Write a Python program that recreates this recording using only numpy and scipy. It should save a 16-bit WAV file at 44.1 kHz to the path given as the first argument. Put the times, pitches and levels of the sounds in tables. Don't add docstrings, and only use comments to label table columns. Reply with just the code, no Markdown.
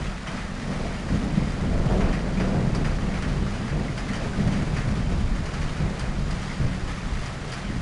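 import sys
import numpy as np
from scipy import signal
from scipy.fft import rfft, irfft
from scipy.io import wavfile
from scipy.ndimage import uniform_filter1d

SR = 44100
rng = np.random.default_rng(int(sys.argv[2]) if len(sys.argv) > 2 else 0)


def dump(signal):
    limited = np.clip(np.atleast_2d(signal).T, -1, 1)
    pcm = np.round(limited * 32767).astype(np.int16)
    wavfile.write(sys.argv[1], SR, pcm)


N = 344421
TIME = np.arange(N) / SR

# frequency in Hz, gain in dB.
WASH_SPECTRUM = [(100, 9), (300, -6.5), (600, 1.5), (950, -0.5), (1300, -1), (1900, -2.5), (2700, -8),
                 (4000, -11), (4800, -12), (7000, -18.5), (10000, -23.5), (12000, -37.5)]
PATTER_SPECTRUM = [(400, 0.5), (900, -8), (1270, 7.5), (1550, -8), (1900, 4), (2400, -0.5), (2700, -4),
                   (3050, -6), (3900, -7.5), (4750, -16), (5400, -12), (6200, -9.5), (8000, -19.5),
                   (10500, -19)]
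# frequency in Hz, relative level in dB, seconds to decay by 60 dB.
LEDGE_MODES = [(3150, -2, 0.05), (4597, 0.5, 0.041), (4908, 2.5, 0.029), (5270, -13, 0.033),
               (5900, -5.5, 0.035), (6730, -7.5, 0.034), (9300, -11.5, .025)]
# start in seconds, peak in dB, starting pitch in Hz.
PUDDLE_PLOPS = [(0.275, -32, 2980), (0.618, -32, 1830), (2.375, -31, 2390), (2.549, -34, 1490),
                (3.139, -31, 2300), (3.882, -29, 2020), (4.088, -29, 1950), (4.333, -28.5, 1520),
                (6.503, -29, 1950), (6.896, -30, 1650)]
# start in seconds, base level in dB, splat emphasis in dB.
FAT_DRIPS = [(0.2694, -35, 10.5), (0.37, -40.5, 14), (0.715, -41, 14), (2.0057, -35, 12), (2.127, -34, 12),
             (2.3986, -32.5, 11), (2.748, -28, 1.5), (2.8458, -31.5, 9), (3.139, -36, 8), (3.2224, -32, 7),
             (3.289, -37, 5), (3.5383, -36, 7), (3.68, -35.5, 8.5), (3.9763, -30, 3), (4.085, -35.5, 8),
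             (4.1327, -30.5, 5.5), (4.1544, -31, -3), (4.4741, -35, 7), (4.5237, -31.5, 6),
             (4.7643, -29.5, 8), (5.4549, -32.5, 2), (5.5367, -34.5, 7), (5.6161, -32.5, 5),
             (5.9937, -27.5, 1), (6.308, -31, -1), (6.4177, -34, 3), (6.8757, -35, 4), (7.2572, -33.5, 3),
             (7.5188, -28, -1), (7.536, -31, 2)]
# frequency in Hz, gain in dB.
SPRAY_SPECTRUM = [(2000, -25), (3000, -3), (3900, -8), (4700, -4), (5400, 1), (7500, -7.5), (10000, -11.5),
                  (12000, -18)]
SPLAT_SPECTRUM = [(300, -24.5), (700, -1), (1250, 2), (1900, 1), (2500, -3.5), (3500, -22)]
# frequency in Hz, bandwidth in Hz, gain in dB.
RECESS_MODES = [(121.4, 7.8, 6), (144.5, 8.5, 3.5), (188, 10.7, 0), (198, 13, 0)]
# frequency in Hz, gain in dB.
THUNDER_SPECTRUM = [(13, 0.5), (30, 5), (46, 6), (64, -3.5), (82, 3), (98, -1.5), (108, -8), (160, -1.5),
                    (200, -4), (225, -6), (255, -4), (280, -11.5), (400, -14)]
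GROWL_SPECTRUM = [(200, -18), (300, 2), (420, 2.5), (520, 0.5), (680, -2), (820, -8), (1150, -13.5),
                  (1800, -24.5)]
# time in seconds, level in dB.
RUMBLE_LEVELS = [(0.0, -39), (0.55, -31.5), (2.4, -25.5), (3.6, -30.5), (5.2, -29.5), (6.5, -33.5),
                 (7.81, -34.5)]
# start in seconds, length in seconds, levels of the boom, body and growl in dB.
THUNDER_PEALS = [(-0.03, .12, -27, -33, -40.5), (0.266, .09, -41, -30.5, -40),
                 (0.64, 0.084, -38, -27.5, -44.5), (0.782, 0.083, -24, -35, -33),
                 (1.087, 0.058, -21, -22.5, -37), (1.197, 0.1, -34, -29, -37.5),
                 (1.354, .08, -28, -26, -37), (1.59, 0.075, -28, -24.5, -57),
                 (1.695, 0.12, -20.5, -39, -32), (1.878, 0.22, -19.5, -25.5, -30),
                 (2.36, 0.38, -34, -25, -33), (2.79, 0.12, -23, -31, -40), (2.972, 0.48, -30, -29.5, -41),
                 (3.699, .11, -27, -24, -34), (4.03, 0.072, -40, -26, -44), (4.17, 0.087, -28, -25, -36.5),
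                 (4.352, 0.17, -27, -23, -35), (4.528, 0.26, -31, -25.5, -37.5),
                 (4.845, 0.16, -22.5, -25.5, -38.5), (5.055, 0.082, -25, -26.5, -38),
                 (5.162, .23, -21.5, -30, -59), (5.582, 0.063, -26.5, -30, -52),
                 (5.78, 0.085, -23, -24, -34), (5.987, 0.11, -26.5, -31.5, -48),
                 (6.153, 0.17, -25, -31, -48), (6.582, 0.075, -20, -27, -39), (6.807, 0.093, -26, -41, -45),
                 (7.01, 0.16, -24.5, -36, -58), (7.642, 0.13, -28, -30.5, -55)]
# start in seconds, peak in dB, pitch in Hz.
SHOCK_FRONTS = [(1.118, -25, 195), (1.37, -10, 182), (1.418, -19, 194), (1.856, -11.5, 162),
                (2.545, -15, 172), (2.664, -15, 205), (4.399, -13, 189), (4.464, -10.5, 151),
                (4.869, -15, 126), (5.116, -21, 134), (5.803, -17, 173), (6.598, -13.5, 146),
                (6.635, -16.5, 149)]
# frequency in Hz, gain in dB.
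TREBLE_ROLLOFF = [(10, -3.5), (9500, -0.5), (10100, -1), (10500, -5), (11000, -13.5), (12000, -12.5)]


def undb(db):
    return 10 ** (np.asarray(db) / 20)


def unit(x):
    return x / np.sqrt(np.mean(x ** 2) + 1e-20)


def steady(x, seconds):
    return x / np.sqrt(uniform_filter1d(x ** 2, int(seconds * SR)) + 1e-9 * np.mean(x ** 2))


def colour(x, spectrum, size=16384):
    hz, db = np.transpose(spectrum)
    grid = np.maximum(np.arange(size // 2 + 1) * SR / size, 1)
    octaves_beyond = np.abs(np.log2(grid / np.clip(grid, hz[0], hz[-1])))
    gain = undb(np.interp(np.log(grid), np.log(hz), db) - 20 * octaves_beyond)
    cepstrum = irfft(np.log(gain))
    cepstrum[1:size // 2] *= 2
    cepstrum[size // 2 + 1:] = 0
    return signal.fftconvolve(x, irfft(np.exp(rfft(cepstrum))))[:len(x)]


def band(x, lo_hz, hi_hz, order=4):
    return signal.sosfilt(signal.butter(order, [lo_hz, hi_hz], "band", fs=SR, output="sos"), x)


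def impacts(rate, spread_db):
    chance, sign = rng.random(N), rng.choice([-1, 1], N)
    size = np.minimum(rng.exponential(size=N), 4.5)
    return (chance < rate / SR) * sign * undb(spread_db * size)


def wander(rate):
    return unit(np.interp(TIME * rate, np.arange(1000), rng.standard_normal(1000)))


def add(out, start_s, x):
    start = max(int(start_s * SR), 0)
    out[start:start + len(x)] += x[:N - start]


def echo_paths(t, rate, decay_s, db=0):
    arrivals = rng.random(len(t)) < rate / SR
    paths = arrivals * rng.standard_normal(len(t)) * np.exp(-t / decay_s) * undb(db)
    paths[0] = 1
    return paths


def reverberate(x, t60, wet_db):
    tail = rng.standard_normal(SR) * np.exp(-np.log(1000) * TIME[:SR] / t60)
    return x + undb(wet_db) * signal.fftconvolve(x, tail / np.linalg.norm(tail))[:N]


def ledge(strikes, spread_db=4.5):
    t = TIME[:SR // 5]
    spot_db = spread_db * rng.standard_normal(len(LEDGE_MODES))
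    ring = sum(undb(db + spot) * np.sin(2 * np.pi * hz * t) * np.exp(-np.log(1000) * t / t60)
               for (hz, db, t60), spot in zip(LEDGE_MODES, spot_db))
    return signal.fftconvolve(strikes, ring / np.linalg.norm(ring))[:len(strikes)]


def rain(base_db=-40, flutter_db=0.83, wash_db=2, patter_db=-6, tick_db=-7, ring_db=-17, splash_s=0.0061):
    gain = undb(base_db + flutter_db * wander(rate=12))
    wash = unit(colour(impacts(rate=9000, spread_db=1.5), WASH_SPECTRUM))
    drops = impacts(rate=210, spread_db=3)
    splash_power = signal.lfilter([1], [1, -np.exp(-1 / (splash_s * SR))], drops ** 2)
    splashes = np.sqrt(splash_power) * impacts(rate=7000, spread_db=-0.5)
    patter = unit(colour(unit(splashes) + undb(tick_db) * unit(drops), PATTER_SPECTRUM))
    pings = unit(ledge(impacts(rate=55, spread_db=-2)))
    return gain * (undb(wash_db) * wash + undb(patter_db) * patter + undb(ring_db) * pings)


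def plop(hz, decay_cycles=9, glide=0.059):
    t = TIME[:SR // 12]
    age = t * hz / decay_cycles
    pitch_hz = hz * (1 + glide * np.minimum(age, 2))
    bubble = np.sin(2 * np.pi * np.cumsum(pitch_hz) / SR) * np.exp(-age)
    sound = signal.fftconvolve(echo_paths(t, rate=600, decay_s=0.014), bubble)[:len(t)]
    return sound / np.abs(sound).max()


def puddles(small_db=-41, spread_db=1.5, centre_hz=1800, octaves=0.36, count=400):
    out = np.zeros(N)
    starts = rng.random(count) * TIME[-1]
    deviations = np.clip(rng.standard_normal((count, 2)), -2, 2)
    for start, db, hz in PUDDLE_PLOPS:
        add(out, start, plop(hz) * undb(db))
    for start, (pitch, size) in zip(starts, deviations):
        add(out, start, plop(centre_hz * 2 ** (octaves * pitch)) * undb(small_db + spread_db * size))
    return out


def small_drips(count=24, db=-41, spread_db=2.5, emphasis_db=9):
    return [(when * TIME[-1], db + spread_db * (2 * size - 1), emphasis_db)
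            for when, size in rng.random((count, 2))]


def drips(spray_db=-11, splat_db=-9, ring_db=-8, hard_db=-24, splat_s=0.048, snap_s=0.0036):
    out = np.zeros(N)
    t = TIME[:SR // 5]
    for start, db, emphasis_db in FAT_DRIPS + small_drips():
        droplets = rng.standard_normal(len(t)) * (rng.random(len(t)) < 10000 / SR)
        spray_s = 0.02 * np.exp(0.06 * emphasis_db)
        snap = undb(db - hard_db) ** 2 * np.exp(-t / snap_s) / 2
        spray_envelope = (np.exp(-t / spray_s) + snap) * undb(db + spray_db)
        splat_envelope = np.exp(-t / splat_s) * undb(db + emphasis_db + splat_db)
        spray = unit(colour(droplets, SPRAY_SPECTRUM, size=1024)) * spray_envelope
        splat = unit(colour(droplets, SPLAT_SPECTRUM, size=1024)) * splat_envelope
        add(out, start, spray + splat + undb(ring_db) * ledge(spray))
    return reverberate(out, t60=0.4, wet_db=-18)


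def recess(x):
    return x + sum(undb(db) * signal.lfilter(*signal.iirpeak(hz, hz / width, fs=SR), x)
                   for hz, width, db in RECESS_MODES)


def air_absorption(x, split_hz, tilt_db_per_s=1.06, neutral_s=3.4):
    lower = signal.sosfiltfilt(signal.butter(4, split_hz, fs=SR, output="sos"), x)
    tilt = undb(tilt_db_per_s * (TIME - neutral_s) / 2)
    return lower * tilt + (x - lower) / tilt


def peal(start, length, attack_s=0.027, release_s=0.056):
    age = TIME - start
    return np.clip(age / attack_s, 0, 1) * np.exp(-np.maximum(age - length, 0) / release_s)


def thunder_envelopes(clump_db=1.5):
    rumble = undb(np.interp(TIME, *np.transpose(RUMBLE_LEVELS)))
    powers = np.outer(undb([0, 0, -9.5]), rumble) ** 2
    for start, length, *levels_db in THUNDER_PEALS:
        powers += np.outer(undb(levels_db) ** 2, peal(start, length) ** 2)
    return [np.sqrt(power) * undb(clump_db * wander(rate=14)) for power in powers]


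def thunder_bumps():
    out = np.zeros(N)
    t = TIME[:SR // 4]
    for start, db, hz in SHOCK_FRONTS:
        n_wave = np.interp(t[:SR // 20] * hz, [0, 1], [1, -1], right=0)
        paths = echo_paths(t, rate=260, decay_s=0.027, db=-8)
        echoed = signal.fftconvolve(paths, n_wave)[:len(t)]
        front = band(echoed, hz / np.sqrt(2), hz * np.sqrt(2), order=3)
        add(out, start, front / np.abs(front).max() * undb(db))
    return out


def thunder_roll():
    boom_gain, body_gain, growl_gain = thunder_envelopes()
    shocks = colour(impacts(rate=1600, spread_db=1.5), THUNDER_SPECTRUM)
    cracks = colour(impacts(rate=1500, spread_db=2), GROWL_SPECTRUM)
    boom = band(shocks, 11, 86)
    body = air_absorption(recess(band(shocks, 102, 323)), split_hz=150)
    growl = air_absorption(cracks, split_hz=400)
    return (steady(boom, seconds=0.08) * boom_gain
            + steady(body, seconds=0.083) * body_gain
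            + steady(growl, seconds=0.07) * growl_gain)


def scene():
    return (thunder_roll() + thunder_bumps() + rain() + drips() + puddles())[None]


def record(dry, whine_hz=7150, whine_db=-67.5, cutoff_hz=11900):
    whine = np.sqrt(2) * undb(whine_db) * np.sin(2 * np.pi * whine_hz * TIME)
    low_pass = signal.ellip(10, 0.2, 80, cutoff_hz, fs=SR, output="sos")
    return signal.sosfilt(low_pass, colour(dry[0], TREBLE_ROLLOFF) + whine)[None]


dry = scene()
out = record(dry)
dump(out)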